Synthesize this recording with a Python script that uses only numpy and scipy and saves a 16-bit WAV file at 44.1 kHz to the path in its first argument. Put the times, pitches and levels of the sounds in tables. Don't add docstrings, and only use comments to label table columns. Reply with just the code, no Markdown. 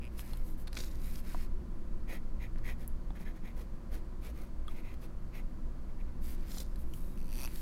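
import sys
import numpy as np
from scipy import signal
from scipy.fft import rfft, irfft
from scipy.io import wavfile
from scipy.ndimage import uniform_filter1d, map_coordinates

SR = 44100
rng = np.random.default_rng(int(sys.argv[2]) if len(sys.argv) > 2 else 0)


def output_pcm(signal):
    pcm = np.clip(np.atleast_2d(signal).T, -1, 1) * 32767
    wavfile.write(sys.argv[1], SR, np.round(pcm).astype(np.int16))


N = 335601
TIME = np.arange(N) / SR
FREQS = np.fft.rfftfreq(N, 1 / SR)


def amp(db):
    return 10 ** (np.asarray(db) / 20)


def evened(x):
    return x / np.sqrt(np.mean(x ** 2) + 1e-20)


def add(mix, s, sound):
    part = mix[max(round(s * SR), 0):][:len(sound)]
    part += sound[:len(part)]


def colour(x, points):
    hz, db = np.transpose(points)
    gain = amp(np.interp(np.log(FREQS + 1), np.log(hz), db))
    gain *= np.minimum(FREQS / hz[0], 1) ** 2
    gain *= np.minimum(hz[-1] / (FREQS + 1), 1) ** 4
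    return irfft(rfft(x) * evened(gain), N)


def humps(x, modes):
    power = sum(amp(db) ** 2 / (1 + (2 * (FREQS - hz) / width) ** 2 / 2) ** 2 for hz, width, db in modes)
    return irfft(rfft(x) * evened(np.sqrt(power)), N)


def ring(modes, contact_s=0.000091, size=1024):
    t = TIME[:size]
    wave = sum(amp(db) * np.exp(-np.pi * width * t) * np.sin(2 * np.pi * hz * t) for hz, width, db in modes)
    wave = wave * (1 - np.exp(-t / contact_s))
    return wave / abs(wave).max()


def blows(rows):
    out = np.zeros(N)
    for s, db in rows:
        add(out, s, amp([db]))
    return out


def friction(per_s, spread_db, patchy_db, size=180):
    catches = (rng.random(N) < per_s / SR) * rng.standard_normal(N)
    strength_db = spread_db * np.minimum(rng.exponential(1, N), 4)
    patches = evened(uniform_filter1d(rng.standard_normal(N), size))
    return evened(catches * amp(strength_db + patchy_db * patches))


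def arch(length, crest, point):
    crest = np.clip(crest, .05, .95)
    phase = np.interp(np.linspace(0, 1, round(length * SR)), [0, crest, 1], [0, .5, 1])
    return abs(np.sin(np.pi * phase)) ** point


def during(x, start, speed):
    return speed * x.take(round(start * SR) + np.arange(len(speed)), mode="wrap")


def nearby(x, echo_db, drift, count=4):
    t, out = TIME[:len(x)], x
    for k, (place, way) in enumerate(rng.random((count, 2))):
        delay = .0004 * (1 + k + place) + drift * (2 * way - 1) * (t - t.mean())
        echo = map_coordinates(x, [(t - delay) * SR], order=3)
        out = out + (-1) ** k * amp(echo_db) * echo
    return out / np.sqrt(1 + count * amp(echo_db) ** 2)


SLIP_JITTER, SLIP_SPREAD_DB = 0.046, -1.5


def stick_slip(drag):
    s, per_s, db = np.transpose(drag)
    turns = np.cumsum(np.interp(TIME, s, per_s, 0, 0)) / SR
    at = TIME[1:][np.diff(np.round(turns)) > 0]
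    late, strong = rng.standard_normal((64, 2))[:len(at)].T
    slip_s = at + SLIP_JITTER * late / np.interp(at, s, per_s)
    slip_db = np.interp(at, s, db) + SLIP_SPREAD_DB * strong
    return list(zip(slip_s, slip_db))


# [f/Hz, level/dB]
RUMBLE_SPECTRUM = [(12, 7), (25, 2), (36, -13), (48, -7.5), (58, -10.5), (70, -16), (100, -23),
                   (145, -24.5), (175, -19), (205, -22.5), (240, -24), (280, -30.5), (350, -27.5),
                   (420, -43.5)]
# [t/s, rms level/dB]
RUMBLE_SWELL = [(0, -36.5), (1.7, -34), (2.2, -35.5), (5.2, -37.5), (6, -35.5), (7.6, -34.5)]
# [f/Hz, level/dB]
AIR_SPECTRUM = [(220, -32), (380, -11), (398, -8.5), (527, -2), (579, -5), (742, -9.5), (867, -11.5),
                (1010, -6), (1100, -11.5), (1170, -10.5), (2070, -20), (2580, -24), (4450, -30),
                (6070, -29.5), (15700, -36)]
AIR_DB = -61.5
# [f/Hz, width/Hz, rms level/dB]
VENT_HUMS = [(24.3, 5.5, -42.5), (56.9, 4.4, -50), (119.06, 0.84, -59), (235.1, 23.5, -61),
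             (320.6, 14, -65), (364.5, 7.1, -67), (1035, 15, -83.5), (4500, 690, -82.5), (6270, 11, -99)]


def ventilation():
    swell = amp(np.interp(TIME, *np.transpose(RUMBLE_SWELL)))
    rumble = swell * evened(colour(rng.standard_normal(N), RUMBLE_SPECTRUM))
    air = amp(AIR_DB) * colour(rng.standard_normal(N), AIR_SPECTRUM)
    hums = sum(amp(db) * evened(humps(rng.standard_normal(N), [(hz, width, 0)])) for hz, width, db in VENT_HUMS)
    return rumble + air + hums


# [delay t/s, level/dB]
DESK_ECHOES = [(.0029, -31), (.0046, -14), (.0058, -16)]


def room(x, t60=0.17, wet_db=-17, size=16384):
    t = TIME[:size]
    tail = rng.standard_normal(size) * np.exp(-np.log(1000) * t / t60)
    response = tail * (t > DESK_ECHOES[0][0])
    response *= amp(wet_db) / np.linalg.norm(response)
    direct = (0.0005, 0.023)  # t/s, level/dB
    for s, db in [direct] + list(DESK_ECHOES):
        add(response, s, amp([db]))
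    return signal.oaconvolve(x, response)[:N]


# [start t/s, length t/s, fastest at 0-1,
# rub of pressed skin level/dB, airy brush of light skin level/dB, resonance of the page level/dB]
HAND_SWEEPS = [ (0.106, 0.35, 0.5, -71.5, -63, -64), (0.173, 0.052, 0.5, -62, -54.5, -82),
               (0.431, 0.13, 0.35, -73, -62.5, -85), (0.565, 0.08, .55, -79, -62, -79),
               (0.734, 0.16, 0.63, -56, -58.5, -65), (0.716, .06, .6, -60, -73, -66),
               (.764, 0.017, 0.6, -50.5, -62, -51), (0.776, 0.048, .6, -53, -76, -61),
               (0.869, .15, 0.22, -65, -65.5, -66.5), (0.986, 0.17, 0.57, -62.5, -58.5, -63.5),
               (1.114, 0.11, .55, -62, -58, -64), (1.216, 0.17, 0.6, -62, -60.5, -59.5),
               (1.354, 0.12, 0.51, -63, -62, -60.5), (6.207, 0.16, 0.53, -63.5, -56.5, -63),
               (6.32, 0.24, .8, -69, -71, -65), (6.459, 0.18, 0.86, -53.5, -55, -69),
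               (6.6, .2, 0, -68.5, -73, -80), (6.772, 0.082, 0.4, -77, -64.5, -86),
               (6.83, 0.38, .55, -76, -65.5, -95), (6.933, .085, 0.1, -87, -64, -88),
               (7.453, 0.19, 0.2, -66, -62, -64.5), (7.51, 0.25, 0.7, -65, -54, -77), ]
# [f/Hz, level/dB]
RUB_SPECTRUM = [(150, 6), (500, 5), (1200, -8.5), (2800, -10.5), (3600, 3.5), (4800, 3.5), (6000, 2),
                (7500, -1.5), (10000, -7.5), (15700, -28)]
# [f/Hz, level/dB]
BRUSH_SPECTRUM = [(600, -56), (2200, 0.5), (6000, -4), (8000, 0), (10000, 3.5), (12000, 5.5), (13700, 6),
                  (15700, -2)]
# [f/Hz, width/Hz, level/dB]
PAGE_MODES = [(1200, 620, -4), (1970, 1180, 6), (4600, 900, -3)]
SWEEP_POINT = 0.87


def hands():
    rub = colour(friction(per_s=7000, spread_db=0.4, patchy_db=-5.1), RUB_SPECTRUM)
    brush = colour(friction(per_s=21000, spread_db=-7.5, patchy_db=0.8), BRUSH_SPECTRUM)
    page = humps(friction(per_s=6000, spread_db=-3.5, patchy_db=0.0), PAGE_MODES)
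    out = np.zeros(N)
    for start, length, crest, rub_db, brush_db, page_db in HAND_SWEEPS:
        speed = arch(length, crest, SWEEP_POINT)
        slide = amp(rub_db) * during(rub, start, speed) + amp(brush_db) * during(brush, start, speed)
        add(out, start, nearby(slide, echo_db=-12.5, drift=.0008))
        add(out, start, amp(page_db) * during(page, start, speed))
    return out


# [t/s, slips per s, level/dB]
FINGER_DRAG = [(7.172, 125, -46), (7.235, 62, -50), (7.3, 108, -45), (7.355, 108, -39), (7.395, 143, -37),
               (7.452, 115, -31), (7.472, 140, -42)]
# [f/Hz, level/dB]
JUDDER_SPECTRUM = [(300, 3), (900, 5.5), (1700, -0.5), (2550, 3), (3400, 1), (4500, -4), (5200, -2),
                   (6000, 1), (7100, -7), (9300, 3.5), (10300, 0), (11700, 5), (13500, 1), (15700, -7)]
# [f/Hz, width/Hz, level/dB]
FINGER_MODES = [(2570, 190, 7.5), (4580, 380, 5), (5700, 330, 2), (6130, 240, 3)]


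def judder(spurt_s=0.00053, slide_s=0.013, slide_db=-25, friction_db=-7, release_db=-4, ring_db=-5, lowest_hz=420):
    t = TIME[:8192] - TIME[4096]
    slips = blows(stick_slip(FINGER_DRAG))
    spurt = np.exp(-abs(t) / spurt_s) + amp(slide_db) * np.exp(-abs(t) / slide_s)
    speed = signal.oaconvolve(slips, spurt, "same")
    scrape, shake = amp(friction_db) * speed * rng.choice([-1, 1], (2, N))
    rasp = colour(scrape + amp(release_db) * slips, JUDDER_SPECTRUM)
    rasp = rasp + amp(ring_db) * humps(shake, FINGER_MODES)
    return signal.sosfilt(signal.butter(2, lowest_hz, "high", fs=SR, output="sos"), rasp)


# [t/s, thud f/Hz, thud level/dB, ring f/Hz, ring level/dB, decay by 60 dB t/s]
PAD_TAPS = [(.334, 850, -45, 4280, -45, .02), (0.7695, 1620, -37, 2260, -32, 0.01),
            (1.346, 690, -33, 990, -32.5, 0.02), (3.105, 770, -34, 3510, -49, 0.0079),
            (4.681, 1240, -40, 3324, -43.5, 0.036), (6.5712, 765, -38, 1150, -42, 0.0082),
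            (6.937, 1000, -55, 3040, -42, 0.012)]


def taps(size=4096, pad_hz=310, pad_db=-4, pad_t60=0.033):
    out, t = np.zeros(N), TIME[:size]
    thump = amp(pad_db) * np.sin(2 * np.pi * pad_hz * t) * np.exp(-np.log(1000) * t / pad_t60)
    contact = 1 - np.exp(-t / .0002)
    for s, thud_hz, thud_db, ring_hz, ring_db, t60 in PAD_TAPS:
        thud = amp(thud_db) * np.sin(2 * np.pi * thud_hz * t)
        high_ring = amp(ring_db) * np.sin(2 * np.pi * ring_hz * t)
        damped = (thud + high_ring) * np.exp(-np.log(1000) * t / t60)
        add(out, s, contact * (damped + amp(thud_db) * thump))
    return out


# [t/s, level/dB, treble snap relative level/dB, pitch factor, contacts]
PEN_CLICKS = [(.051, -52, -4, 0.54, 1), (0.1934, -33, -4.5, 0.7, 1), (0.3336, -38.5, -10, 0.79, 1),
              (0.372, -46.5, -1, 0.85, 1), (0.6723, -37, -17, 0.99, 4), (.73, -33.5, -11.5, 1.13, 1),
              (0.7688, -30.5, -21, 0.924, 3), (.802, -33.5, -20, 1.24, 1), (.8372, -33.5, -19, 1.04, 1),
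              (1.157, -35, -15, 1.3, 1), (2.559, -42, -30, 0.44, 1), (2.5774, -47, -24, 0.47, 1),
              (2.584, -47.5, -13, 1.15, 1), (2.5897, -45, -23, 0.42, 1), (4.6805, -47, -4, .92, 1),
              (6.7585, -44, -7, 1.1, 1), (6.937, -43, -9, 1.6, 1), (7.4751, -32.5, -11, 0.63, 1),
              (7.5582, -42, 0, 1, 1)]
# [f/Hz, width/Hz, level/dB]
CLICK_MODES = [(1700, 620, -13.5), (2550, 1600, 0), (3700, 460, -7.5), (4270, 190, -15.5)]
# [t/s, slips per s, level/dB]
CREAK_DRAG = [(.012, 175, -54), (.045, 115, -43), (.08, 125, -52)]
# [f/Hz, width/Hz, level/dB]
GRIP_MODES = [(2480, 270, 8), (2660, 290, -3), (4870, 220, -7)]
# [f/Hz, level/dB]
SNAP_SPECTRUM = [(1000, -13), (4000, -6), (6500, -3.5), (11000, 8), (15700, -5)]
# [t/s, level/dB]
TINE_FLICKS = [(2.5846, -53), (2.8752, -46), (2.8777, -26)]
# [f/Hz, width/Hz, level/dB]
TINE_MODES = [(8800, 900, -16), (10500, 1000, 4), (12100, 1100, 5), (13800, 1200, 1)]
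BOUNCE_S = 0.0027
CREAK_SNAP_DB = -15


def creaks_and_clicks(snap_s=0.00088):
    slips = stick_slip(CREAK_DRAG)
    knocks, touches = np.zeros(N), [(s, db + CREAK_SNAP_DB) for s, db in slips]
    for s, db, snap_db, pitch, count in PEN_CLICKS:
        knock = amp(db) * ring([(hz * pitch, width, mode_db) for hz, width, mode_db in CLICK_MODES])
        gaps = BOUNCE_S * rng.uniform(.8, 1.2, round(count))
        for at in s + np.cumsum(gaps) - gaps[0]:
            add(knocks, at, knock)
            touches.append((at, db + snap_db))
    contact = signal.lfilter([1], [1, -np.exp(-1 / (snap_s * SR))], blows(touches))
    snaps = colour(contact * rng.standard_normal(N), SNAP_SPECTRUM)
    creaks = signal.oaconvolve(blows(slips), ring(GRIP_MODES))[:N]
    flicks = signal.oaconvolve(blows(TINE_FLICKS), ring(TINE_MODES))[:N]
    flicks = signal.sosfilt(signal.butter(4, 7500, "high", fs=SR, output="sos"), flicks)
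    return knocks + snaps + creaks + flicks


# [start t/s, length t/s, drag of the nib level/dB, hiss of the paper fibres level/dB,
# pitch factor of the nib, its glide in octaves]
PEN_STROKES = [ (2.061, 0.14, -52, -51, 1.0, 0.0076), (2.388, 0.096, -54.5, -60, 1.03, -0.188),
               (2.623, 0.13, -50.5, -53, .99, 0), (2.767, 0.11, -66, -59.5, 0.95, 0),
               (3.14, 0.056, -58.5, -64.5, 0.92, 0.24), (3.177, 0.074, -62.5, -57, 1.02, 0.016),
               (3.232, .1, -56.5, -65, 0.91, 0), (3.343, 0.048, -63, -64.5, 0.96, 0),
               (3.413, .12, -58, -64, 1.02, 0.17), (3.544, 0.12, -68, -57.5, 1, 0),
               (3.893, 0.12, -65, -54, 0.97, -0.029), (4.197, 0.14, -65, -53.5, 1.2, 0.097),
               (4.315, 0.19, -69, -59.5, 1.1, -0.015), (4.655, 0.11, -67.5, -62, 1.1, 0),
               (4.724, 0.11, -61.5, -60.5, 1.1, -0.0075), (4.81, .15, -59.5, -66.5, 1.08, 0.033),
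               (4.917, 0.045, -75, -63, 1.3, -0.024), (4.994, 0.089, -69, -56, 1.14, 0.046),
               (5.316, .112, -56, -58.5, 1.1, 0.041), (5.877, 0.049, -72, -81, 1.08, -0.06),
               (5.982, .05, -64.5, -76, 1.08, 0), (6.065, .05, -71.5, -79, 1.08, 0.05), ]
# [f/Hz, width/Hz, level/dB]
NIB_MODES = [(690, 850, -6.5), (1934, 240, 4), (2280, 320, 0), (3450, 470, -14)]
# [f/Hz, width/Hz, level/dB]
STEEL_MODES = [(2490, 220, 4), (3150, 420, -3), (3850, 330, -2.5), (5350, 350, -8), (6570, 300, -5),
               (11600, 750, -7), (15500, 400, -14)]
# [f/Hz, level/dB]
FIBRE_SPECTRUM = [(150, -5), (450, 22.5), (1000, 10), (2200, 5.5), (3000, 4), (4500, 3), (6500, 0.5),
                  (7300, -3), (9500, -0.5), (10700, 2), (11700, 3.5), (12600, 2), (14000, -1), (15700, -2)]
STEEL_DB = -9.5
STROKE_CREST, STROKE_POINT = 0.46, 1.53
HISS_POWER = 1.26


def nib():
    drag = humps(friction(per_s=3000, spread_db=0.5, patchy_db=1.1), NIB_MODES)
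    steel = amp(STEEL_DB) * humps(friction(per_s=4000, spread_db=1.3, patchy_db=2.1), STEEL_MODES)
    hiss = colour(friction(per_s=16000, spread_db=-5.5, patchy_db=2.3), FIBRE_SPECTRUM)
    out = np.zeros(N)
    for start, length, drag_db, hiss_db, pitch, glide in PEN_STROKES:
        speed = arch(length, STROKE_CREST, STROKE_POINT)
        bend = pitch * 2 ** (glide * np.linspace(-.5, .5, len(speed)))
        source = drag[round(start * SR):][:2 * len(speed)]
        shake = map_coordinates(source, [np.cumsum(bend)], order=3, mode="wrap")
        add(out, start, amp(drag_db) * (speed * shake + during(steel, start, speed)))
        fibres = during(hiss, start, speed ** HISS_POWER)
        add(out, start, amp(hiss_db) * nearby(fibres, echo_db=-24, drift=.0003))
    return out


def scene():
    pen = room(nib() + creaks_and_clicks() + taps())
    return (ventilation() + hands() + judder() + pen)[None]


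EDGE_HZ = 15900


def record(dry):
    low_pass = signal.firwin(401, EDGE_HZ, window=("kaiser", 9), fs=SR)
    return signal.oaconvolve(dry, low_pass[None], "same")


dry = scene()
out = record(dry)
output_pcm(out)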